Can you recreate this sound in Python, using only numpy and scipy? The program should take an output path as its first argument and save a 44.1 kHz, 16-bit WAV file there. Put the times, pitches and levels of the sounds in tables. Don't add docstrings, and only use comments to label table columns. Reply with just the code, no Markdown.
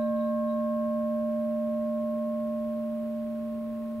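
import sys
import numpy as np
from scipy import signal
from scipy.fft import rfft, irfft
from scipy.io import wavfile
from scipy.ndimage import uniform_filter1d

SR = 44100
rng = np.random.default_rng(int(sys.argv[2]) if len(sys.argv) > 2 else 0)


def wav_record(signal):
    frames = np.transpose(np.atleast_2d(signal))
    bounded = np.clip(frames, -1, 1)
    quanta = np.round(bounded * 32767).astype(np.int16)
    wavfile.write(sys.argv[1], SR, quanta)


N = 176400


def undb(db):
    return 10 ** (np.asarray(db) / 20)


def pan(db):
    return undb(np.array([[db], [-db]]) / 2)


def bell(t):
    # (frequency [Hz], level [dB], T60 [s], left minus right [dB], left lead [ms])
    partials = [ (226.93, -31, 64.6, -0.26, 0.29), (606, -28.5, 21.5, -2.5, -0.098),
                (1076.64, -41.5, 15.4, 1.4, 0.063), (1604, -53, 8.7, 3, -0.19), ]
    # (partner [Hz], split [Hz], level [dB], left minus right [dB], beat trough [s])
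    twins = [ (227, .13, -28.5, -14.5, 5.1), (606, 0.26, -14, .5, .26), (1077, 0.6, -11, 7, 1.5), ]
    out = 0
    for hz, level_db, t60_s, pan_db, lead_ms in partials:
        shift_s = np.array([[lead_ms], [-lead_ms]]) / 2000
        cycles = hz * (t + shift_s) + rng.random()
        ring = np.exp(2j * np.pi * cycles - np.log(1000) * t / t60_s)
        for partner_hz, split_hz, twin_db, twin_pan_db, trough_s in twins:
            if abs(np.log2(partner_hz / hz)) < .25:
                beat = np.exp(2j * np.pi * split_hz * (t - trough_s))
                ring = ring * (1 - undb(twin_db) * pan(twin_pan_db) * beat)
        out = out + np.sqrt(2) * undb(level_db) * pan(pan_db) * ring.real
    return out


def wander(rate_hz):
    width = max(int(SR / rate_hz), 1)
    motion = uniform_filter1d(uniform_filter1d(rng.standard_normal(N), width), width)
    return motion / motion.std()


def room_echo(x, t, t60_s=0.51):
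    tail = rng.standard_normal((2, N)) * np.exp(-np.log(1000) * t / t60_s)
    tail /= np.sqrt(np.sum(tail ** 2, axis=1, keepdims=True))
    return signal.fftconvolve(x[None], tail, axes=1)[:, :N]


def bird(t):
    # (start [s], length [s], pitch [Hz], level [dB])
    chirps = [(-.01, .06, 3890, -66.5), (0.156, 0.033, 3900, -70), (0.18, 0.053, 3790, -66.5),
              (.232, .055, 3880, -70.5), (0.461, .08, 3850, -69.5)]
    fall_hz, echo_db = 70, 2
    wobble_hz = 100 * wander(rate_hz=500)
    song = 0
    for start_s, length_s, pitch_hz, level_db in chirps:
        progress = np.clip((t - start_s) / length_s, 0, 1)
        hz = pitch_hz - fall_hz * (progress - .5) + wobble_hz
        envelope = undb(level_db) * np.sqrt(2) * np.sin(np.pi * progress)
        song = song + envelope * np.sin(2 * np.pi * np.cumsum(hz) / SR)
    return song + undb(echo_db) * room_echo(song, t)


def noise(spectrum):
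    hz, db = np.array(spectrum).T
    bin_hz = np.maximum(np.arange(N // 2 + 1) * SR / N, 1)
    gain = undb(np.interp(np.log(bin_hz), np.log(hz), db))
    return irfft(rfft(rng.standard_normal(N)) * gain, N) * np.sqrt(SR / 2)


def rumble_and_hiss():
    # (frequency [Hz], density [dB/Hz])
    room_mid = [(15, -90), (32, -85.5), (62, -79), (90, -80), (140, -80.5), (280, -81.5), (520, -85),
                (750, -90.5), (1400, -94.5), (3000, -103), (6000, -115), (15000, -135)]
    room_side = [(15, -86.5), (50, -83), (150, -84), (500, -87), (750, -93.5), (1400, -95.5), (3000, -104),
                 (4800, -110), (6500, -124), (15000, -140)]
    hiss = [(3000, -122), (6500, -116), (9000, -110.5), (12500, -108), (15500, -109)]
    hiss_side_db = -6
    mid = noise(room_mid) + noise(hiss)
    side = noise(room_side) + undb(hiss_side_db) * noise(hiss)
    return np.array([mid + side, mid - side])


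def scene():
    t = np.arange(N) / SR
    return bell(t) + bird(t) + rumble_and_hiss()


def record(dry):
    cutoff_hz = 15660
    lowpass = signal.ellip(12, .02, 60, cutoff_hz, fs=SR, output="sos")
    return signal.sosfiltfilt(lowpass, dry, padlen=4096)


dry = scene()
out = record(dry)
wav_record(out)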